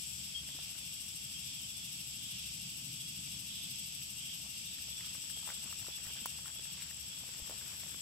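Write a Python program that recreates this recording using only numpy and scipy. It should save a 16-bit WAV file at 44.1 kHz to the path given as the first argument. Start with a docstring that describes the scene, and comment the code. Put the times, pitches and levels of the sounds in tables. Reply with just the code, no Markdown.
"""A cicada close on the left rattles in quick beats over its own buzz, clicking its ribbed timbals and
pumping its hollow abdomen; near the end it tires and slows. Around it the summer wood drones with a far
chorus, a thin trill and short calls, over the low rumble of a distant road. Mostly in the second half,
the listener shifts on the dirt path: soft scuffs and footfalls, grit and snapping twigs."""
import sys
import numpy as np
from scipy import signal
from scipy.fft import rfft, irfft, next_fast_len
from scipy.io import wavfile

SR = 44100
rng = np.random.default_rng(int(sys.argv[2]) if len(sys.argv) > 2 else 0)


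def transcribe(signal):
    """Save signal, clipped to [-1, 1], as a 16-bit WAV file at the path in sys.argv[1]."""
    frames = np.atleast_2d(signal).T
    limited = np.clip(frames, -1, 1)
    pcm = np.round(limited * 32767).astype(np.int16)
    wavfile.write(sys.argv[1], SR, pcm)


N = 353241


# Rattle resonances; pan is always left minus right: f/Hz, width/Hz, relative level/dB, pan/dB
RATTLE_MODES = [(3730, 470, -8.5, 1), (5520, 610, -8.5, 9), (7750, 180, -9, 22), (8500, 180, -6.5, 18),
                (11530, 1500, -9.5, 5), (12100, 820, -13.5, 10.5), (14100, 920, -18, 15)]
# Rattle held before the beats begin and under the last, slowing beats:
# centre t/s, length/s, relative level/dB
HELD_RATTLE = [(0.07, 0.24, -54), (7.802, 0.59, -51.5)]
# Fader on the 8 kHz ring, which depends on where the listener stands: t/s, relative level/dB
RING_FADER = [(0, -17), (1, -4), (2, -6), (3, -5.5), (4.8, -5.5), (5.3, 3.5), (6.3, -3), (7.4, -1), (8, -9)]
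# Resonances of the unbroken buzz: f/Hz, width/Hz, relative level/dB, pan/dB
BUZZ_BANDS = [(5665, 290, -89.5, 10.5), (7804, 588, -82.5, 16.5), (11210, 1300, -92, 6),
              (13500, 1800, -101, 15)]
# Fader on the buzz: t/s, gain/dB
BUZZ_FADER = [(0, 3.5), (.15, 3.5), (.3, 0), (.75, -0.4), (1, 1), (4.7, 0), (5.5, 1), (6.8, -1.2), (8, 0)]
def near_cicada(beats, rattle_db=-3.0, ring_db=-4.5, ring_hz=8230, ring_width_hz=520, ring_pan_db=14):
    """Over a steady buzz, each beat swells a bright rattle and sets the timbals ringing."""
    pump = pumping(beats, rise_s=0.0095, fall_s=0.011, echo_db=-9.0, echo_t60=0.19)
    clicks = timbals(click_hz=478, jitter=0.12, direct=0.2, sharpness=2.4)
    rattle = np.hypot(pump, held(HELD_RATTLE)) * amp(rattle_db) * unit(resonate(clicks, RATTLE_MODES))
    clicks = timbals(click_hz=462, jitter=0.11, direct=0.23, sharpness=1.3)
    ring_mode = [(ring_hz, ring_width_hz, 0, ring_pan_db)]
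    ring = pump * amp(curve(RING_FADER) + ring_db) * unit(resonate(clicks, ring_mode))
    clicks = timbals(click_hz=233.3, jitter=0.043, direct=0.22, sharpness=1.0)
    buzz = amp(curve(BUZZ_FADER) + 0.26 * wobble(25)) * resonate(clicks, BUZZ_BANDS)
    return foliage(rattle + ring + buzz)


def timbals(click_hz, jitter, direct, sharpness):
    """Buckling timbal ribs click; a share of the power arrives direct, the rest as hiss off the leaves."""
    phase = np.cumsum(click_hz * (1 + jitter * wobble(90))) / SR
    decay = np.exp(-sharpness * (phase % 1))
    clicks = unit(decay * amp(2.0 * wobble(300)) * rng.standard_normal(N))
    return np.sqrt(direct) * both_ears(clicks) + np.sqrt(1 - direct) * rng.standard_normal((2, N))


def beat_series(first_pair_s=0.4832, pair_s=0.15045, weak_lag_s=0.0755, strong_db=-44, weak_db=-44.5):
    """Strong-weak pairs of beats that slow as the cicada tires: rows of t/s, relative level/dB."""
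    beats = [(0.248, strong_db)]  # one lone beat leads in
    s = first_pair_s
    while s < N / SR:
        stretch_s = 0.001651 * s + 0.08032 * np.exp((s - 8.0) / 0.853)  # slow creep, then a steep drag
        strong_scatter_db, weak_scatter_db = 0.6 * rng.standard_normal(2)
        beats.append((s, strong_db + strong_scatter_db))
        # the weak beat falls later and fades as the period stretches
        beats.append((s + weak_lag_s + 0.17 * stretch_s, weak_db - 38 * stretch_s + weak_scatter_db))
        s += pair_s + stretch_s
    return beats


def pumping(beats, rise_s, fall_s, echo_db, echo_t60):
    """Envelope of the abdomen's beats, each given a tail by the trees."""
    t = np.arange(-SR // 20, SR // 5) / SR
    swell = np.exp(-(t / np.where(t < 0, rise_s, fall_s)) ** 2)
    echo = amp(echo_db - 60 * np.abs(t) / echo_t60) ** 2 * np.clip(t / fall_s, 0, 1)
    power = np.zeros(N)
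    for s, db in beats:
        add(power, s + t[0], amp(db) ** 2 * (swell + echo))
    return np.sqrt(power)


def foliage(x, depth_db=3.5, step_hz=45, places=5):
    """Paths off leaves and ground interfere: a fine spectral ripple that shifts as the listener moves."""
    out = np.zeros((2, N))
    for place in np.eye(places):
        knots = rng.standard_normal((2, int(SR / step_hz)))
        ripple = lambda f: np.array([np.interp(f / step_hz, np.arange(len(k)), k) for k in knots])
        crossfade = np.interp(np.arange(N), np.linspace(0, N, places), place)
        out += filtered(x, lambda f: unit(amp(depth_db * ripple(f)))) * crossfade
    return out


def both_ears(x, lag_s=0.00036):
    """The near cicada's direct sound reaches the right ear late."""
    return np.array([x, np.roll(x, round(lag_s * SR))])


# Fader on the chirp under each beat: t/s, relative level/dB
CHIRP_FADER = [(0, -11), (.8, -9), (6.7, -8.5), (8, -19)]
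def chirps(beats, gain_db=-4.0, pan_db=-1.0, pitch_hz=2790, drift_hz=14, scatter_db=-3):
    """The hollow abdomen sounds a short low note at every beat; the leaves scatter part of it."""
    pump = pumping(beats, rise_s=0.017, fall_s=0.0084, echo_db=-7, echo_t60=0.15)
    pitch = pitch_hz + drift_hz * wobble(15)
    scattered = np.array([whistle(pitch, blur_hz=54.7) for ear in range(2)])
    note = unit(both_ears(whistle(pitch, blur_hz=42)) + amp(scatter_db) * scattered)
    swell_db = np.cos(2 * np.pi * (np.arange(N) / SR - 0.64) / 1.8)  # 1 dB up and down every 1.8 s
    return pump * amp(curve(CHIRP_FADER) + gain_db + swell_db) * sides(pan_db) * note


# Drone bands of the far chorus: f/Hz, width/Hz, density/(dB per Hz), pan/dB
CHORUS_BANDS = [(2650, 404, -85.5, -0.5), (3250, 680, -83, -2), (4800, 640, -97, -21.5),
                (5210, 874, -83.5, -0.5), (6300, 840, -99.5, 17), (8240, 320, -92.5, -7),
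                (11600, 1300, -95.5, -1)]
# Fader on the chorus: t/s, relative level/dB
CHORUS_FADER = [(0, 2), (5.2, 2), (6.6, 0.5), (8, 1)]
def chorus(sway_db=0.93):
    """Many far cicadas merge into droning bands that sway a little."""
    fader_db = curve(CHORUS_FADER)
    sway = sway_db * np.array([wobble(5.1), wobble(12)])
    return amp(fader_db - fader_db.mean() + sway) * resonate(rng.standard_normal((2, N)), CHORUS_BANDS)


# Swells that lift the trill out of the chorus: centre t/s, length/s, level/dB
TRILL_PHRASES = [(1.8, .2, -55.5), (3.06, .18, -56.5), (3.36, .08, -56.5), (4.96, .14, -55.5),
                 (5.95, 0.099, -55), (6.57, .08, -55), (7.17, 0.16, -56.5), (7.96, .08, -56)]
def trill(bed_db=-64, pan_db=-3, fade_db=4, pitch_hz=3380, drift_hz=35):
    """A thin, far trill wavers and swells in phrases; each ear gets its own blur and flutter."""
    bed = amp(bed_db + fade_db * np.tanh(wobble(7)))
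    pitch = pitch_hz + drift_hz * wobble(9)
    voice = np.array([amp(3.3 * wobble(70)) * whistle(pitch, blur_hz=30.25) for ear in range(2)])
    return np.hypot(bed, held(TRILL_PHRASES)) * sides(pan_db) * voice


# Louder calls from farther trees: centre t/s, length/s, f/Hz, width/Hz, level/dB, pan/dB
TREE_CALLS = [(0.377, 0.078, 3254, 55, -43.5, 4), (0.574, .23, 3420, 350, -54, 0),
              (1.364, 0.11, 3240, 40, -52, -1), (1.47, .23, 3420, 250, -55, -4),
              (1.628, 0.13, 3100, 50, -54, -2), (2.329, .4, 3330, 500, -52, -4),
              (3.58, .25, 3400, 420, -49.5, -1), (4.277, 0.28, 3140, 376, -53, -7),
              (4.701, 0.13, 3600, 280, -53, -7), (5.367, 0.13, 3250, 45, -53.5, -3),
              (5.527, 0.28, 3500, 260, -55.5, -3), (6.2, 0.4, 3200, 350, -53.5, 1)]
def far_calls(crisp_db=-37):
    """Short shrill notes, smeared by the wood into narrow bands; fainter calls have softer edges."""
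    out = np.zeros((2, N))
    for s, length, hz, width, db, pan in TREE_CALLS + faint_calls():
        n = int(length * SR)
        note = unit(filtered(rng.standard_normal((2, n)), lambda f: hump(f, hz, width)))
        taper = np.clip(0.46 * (crisp_db - db) / 12, 0.1, 1)
        add(out, s - length / 2, amp(db) * sides(pan) * note * signal.windows.tukey(n, taper))
    return out


def faint_calls(count=12, length_s=0.15, pitch_hz=3320, width_hz=60, level_db=-57.5, pan_db=-3):
    """Weaker singers take turns at loose intervals, each a little different: rows like TREE_CALLS."""
    turns = (np.arange(count) + rng.random(count)) * N / SR / count
    return [(s, length_s * amp(2 * length), pitch_hz + 130 * pitch, width_hz * amp(6.4 * width),
             level_db + level, pan_db + 3 * pan)
            for s, (length, pitch, width, level, pan) in zip(turns, rng.standard_normal((count, 5)))]


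# Scuffs on dirt and brushes of leaves: centre t/s, length/s, f/Hz, level/dB
SOLE_SCUFFS = [(4.448, 0.061, 780, -66.5), (5.043, .11, 1700, -62.5), (5.499, 0.058, 1170, -52.5),
               (5.673, 0.1, 1100, -63), (5.889, .015, 800, -58), (6.078, 0.065, 1280, -60.5),
               (6.08, .035, 10000, -53), (6.185, 0.051, 1930, -59.5), (6.485, .04, 1320, -59),
               (6.827, 0.15, 2660, -55.5), (7.514, 0.052, 684, -62)]
def scuffs(log_width=0.61, clump_db=3.5):
    """A sole drags over grit: clumps of tiny grains in a broad band."""
    out = np.zeros((2, N))
    clumps = amp(clump_db * wobble(350))
    for s, length, hz, db in SOLE_SCUFFS:
        n = int(2 * length * SR)
        grains = wide_noise(n) * np.roll(clumps, -int(s * SR))[:n]
        rub = unit(filtered(grains, lambda f: np.exp(-(np.log((f + 1) / hz) / log_width) ** 2 / 2)))
        add(out, s - length, amp(db) * rub * np.hanning(n))
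    return out


# Twigs breaking underfoot: t/s, level/dB, knock f/Hz
TWIG_SNAPS = [(.59, -53, 1300), (4.786, -48, 1830), (5.007, -41, 2040), (5.299, -44.5, 1720),
              (5.476, -39, 990), (5.489, -39, 855), (5.502, -37, 1500), (5.727, -39, 1260),
              (5.868, -44, 1400), (5.885, -40.5, 402), (6.068, -42, 1900), (6.258, -29, 1004),
              (6.458, -40.5, 1390), (6.911, -42, 1870), (7.4, -46.5, 586), (7.497, -37.5, 594),
              (7.523, -44.5, 695)]
def snaps(wood_t60=0.013, crack_db=-1.5, crack_t60=0.042, fibres_db=4, hardness=0.65, attack_s=0.00021):
    """Dry twigs give way: a short woody knock and a crackle of fibres, brighter the harder the break."""
    out, t = np.zeros((2, N)), np.arange(SR // 16) / SR
    hardest_db = max(db for s, db, hz in TWIG_SNAPS)
    ear_phase = np.array([[1], [-1]]) * np.pi / 8  # the knock meets the ears slightly out of step
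    for s, db, hz in TWIG_SNAPS + grit_ticks():
        phase = 2 * np.pi * hz * t
        wood = np.sin(phase + ear_phase) + 0.42 * np.sin(1.32 * phase + ear_phase)
        knock = wood * amp(-60 * t / wood_t60)
        flicker = amp(fibres_db * np.sin(np.cumsum(rng.normal(0, 0.16, len(t)))))
        fibres = flicker * rng.standard_normal((2, len(t)))
        crackle = unit(filtered(fibres, lambda f: f / np.hypot(f, 6000)))  # high-pass at 6 kHz
        crack = amp(crack_db + hardness * (db - hardest_db) - 60 * t / crack_t60) * crackle
        add(out, s, amp(db) * (knock + crack) * (1 - np.exp(-t / attack_s)))
    return out


# Soft footfalls: t/s, level/dB, f/Hz
FOOTFALLS = [(0.548, -53, 302), (5.58, -51, 200), (5.656, -48, 215), (5.818, -45, 110), (6.067, -42, 90),
             (6.22, -45, 214), (7.42, -40.5, 54.7)]
def footfalls(t60=0.057, attack_s=0.00076):
    """Weight settles on the soft ground with a low, damped thud."""
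    out, t = np.zeros(N), np.arange(SR // 5) / SR
    for s, db, hz in FOOTFALLS:
        envelope = amp(db - 60 * t / t60) * (1 - np.exp(-t / attack_s))
        add(out, s, envelope * np.sin(2 * np.pi * hz * t))
    return out


# Grit and dry leaves stirring underfoot: t/s, level/dB
LITTER_STIR = [(0, -84.5), (.6, -64.5), (1.1, -76), (4.3, -78), (4.9, -68.5), (6.2, -64), (7, -68),
               (7.6, -60.5), (8, -65)]
# Colour of the crackle: f/Hz, width/Hz, relative level/dB, pan/dB
LITTER_BANDS = [(480, 350, -1, -1), (804, 89, -9, 12), (1880, 1700, 1.5, -1.5)]
def litter(spiky_db=4.0):
    """Grit and dry leaves on the path stir in a fine crackle."""
    grains = amp(spiky_db * wobble(260)) * wide_noise(N)
    return amp(curve(LITTER_STIR)) * unit(resonate(grains, LITTER_BANDS, low_cut_hz=200))


def grit_ticks(count=16, over_litter_db=17, pitch_hz=1000, ceiling_db=-47):
    """Small stones tick at random, more often and louder where the litter stirs: rows like TWIG_SNAPS."""
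    stir_db = curve(LITTER_STIR)
    chance = np.cumsum(np.sqrt(amp(stir_db)))
    onsets = np.searchsorted(chance, chance[-1] * rng.random(count))
    return [(i / SR, min(stir_db[i] + over_litter_db, ceiling_db) + scatter_db, pitch_hz * amp(3 * detune))
            for i, (scatter_db, detune) in zip(onsets, rng.standard_normal((count, 2)))]


# EQ of the road's rumble: f/Hz, relative level/dB
ROAD_EQ = [(53, -68), (90, -15.5), (124, -0.5), (178, -2), (202, -4.5), (242, -16), (281, -10),
           (346, -25.5), (450, -39), (580, -71), (990, -120)]
# Far vehicle pass-bys: nearest t/s, time to half power/s, level/dB
PASS_BYS = [(0.25, 0.27, -62.5), (3.1, 0.57, -56)]
def road(steady_db=-63.5, hum_hz=72, hum_db=-71):
    """A distant road rumbles and faintly hums; the rumble swells as vehicles pass."""
    t = np.arange(N) / SR
    passing_power = sum(amp(db) ** 2 / (1 + ((t - s) / half_s) ** 2) for s, half_s, db in PASS_BYS)
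    rumble = np.sqrt(amp(steady_db) ** 2 + passing_power) * unit(diffuse(ROAD_EQ))
    hum_level = amp(hum_db + 2.4 * wobble(2.85))
    hum = unit(np.sin(2 * np.pi * hum_hz * t + 1.8 * wobble(4.4)))
    return rumble + hum_level * hum


# Air tone of the wood: f/Hz, density/(dB per Hz)
AIR_TONE = [(20, -106), (40, -95), (58, -84), (73, -79.5), (95, -86.5), (200, -90.5), (400, -105),
            (750, -100.5), (1000, -104), (1400, -102), (2000, -101), (4000, -112)]
def still_air():
    """A faint, dark bed of noise among the trees."""
    return diffuse(AIR_TONE)


# Stereo image of the ambience: f/Hz, left-right correlation (1 is mono)
EAR_LIKENESS = [(30, 0.62), (70, 0.88), (140, 0.97), (300, 0.94), (600, 0.24), (1200, 0), (3000, 0)]
def diffuse(colour):
    """Noise from all around: alike at both ears in the bass only."""
    def mid_side_gain(f):
        angle = np.arccos(along(EAR_LIKENESS, f)) / 2
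        return amp(along(colour, f)) * np.sqrt(SR / 2) * np.array([np.cos(angle), np.sin(angle)])
    mid, side = filtered(rng.standard_normal((2, N)), mid_side_gain)
    return np.array([mid + side, mid - side])


def resonate(x, modes, low_cut_hz=2150):
    """Play white excitation through panned resonances; small bodies radiate no bass."""
    def response(f):
        power = sum((amp(db) * sides(pan) * hump(f, hz, width)) ** 2 for hz, width, db, pan in modes)
        return np.sqrt(power * SR / 2 / (1 + (low_cut_hz / (f + 1)) ** 20))
    return filtered(x, response)


def whistle(pitch_hz, blur_hz):
    """A sine of rms 1 on a pitch curve, slightly blurred."""
    return unit(np.sin(2 * np.pi * np.cumsum(pitch_hz + blur_hz * wobble(150)) / SR))


def wide_noise(n):
    """White noise, half centred and half separate at each ear."""
    return rng.standard_normal(n) + rng.standard_normal((2, n))


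def held(notes):
    """Soft-edged envelope of held notes: centre t/s, length/s, level/dB."""
    t = np.arange(N) / SR
    return sum(amp(db) * np.exp(-(2 * (t - s) / length) ** 4) for s, length, db in notes)


def wobble(rate):
    """A smooth random curve, rate knots a second."""
    count = int(N * rate / SR) + 4
    fine = signal.resample(rng.standard_normal(count), 16 * count)
    return np.interp(np.linspace(0, len(fine) - 1, N), np.arange(len(fine)), fine)


def curve(rows):
    """Join (t/s, value) points into one value per sample."""
    return np.interp(np.arange(N) / SR, *np.transpose(rows))


def along(points, hz):
    """Read (f/Hz, value) points on a log frequency axis."""
    f, values = np.transpose(points)
    return np.interp(np.log(hz + 1), np.log(f), values)


def filtered(x, response):
    """Zero-phase EQ with gain response(f)."""
    n = x.shape[-1]
    padded = next_fast_len(n + 4096)
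    return irfft(rfft(x, padded) * response(np.fft.rfftfreq(padded, 1 / SR)), padded)[..., :n]


def hump(f, hz, width):
    """Gain of a steep-sided resonance."""
    return 1 / (1 + ((f - hz) / width) ** 2 * np.sqrt(2))


def sides(pan_db):
    """Left and right gains; positive pans left."""
    return amp([[pan_db / 2], [-pan_db / 2]])


def amp(db):
    """Decibels to gain."""
    return 10 ** (np.asarray(db) / 20)


def unit(x):
    """Scale to rms 1."""
    return x / np.sqrt(np.mean(x ** 2) + 1e-20)


def add(track, s, sound):
    """Mix a sound into a track from time s on."""
    start = max(round(s * SR), 0)
    part = track[..., start:start + sound.shape[-1]]
    part += sound[..., :part.shape[-1]]


def scene():
    """Insects above, feet below, road and air behind."""
    beats = beat_series()
    insects = near_cicada(beats) + chirps(beats) + chorus() + trill() + far_calls()
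    feet = scuffs() + snaps() + footfalls() + litter()
    return insects + feet + road() + still_air()


def record(dry, top_hz=15800):
    """A brick-wall low-pass takes off the very top."""
    return filtered(dry, lambda f: f < top_hz)


dry = scene()
out = record(dry)
transcribe(out)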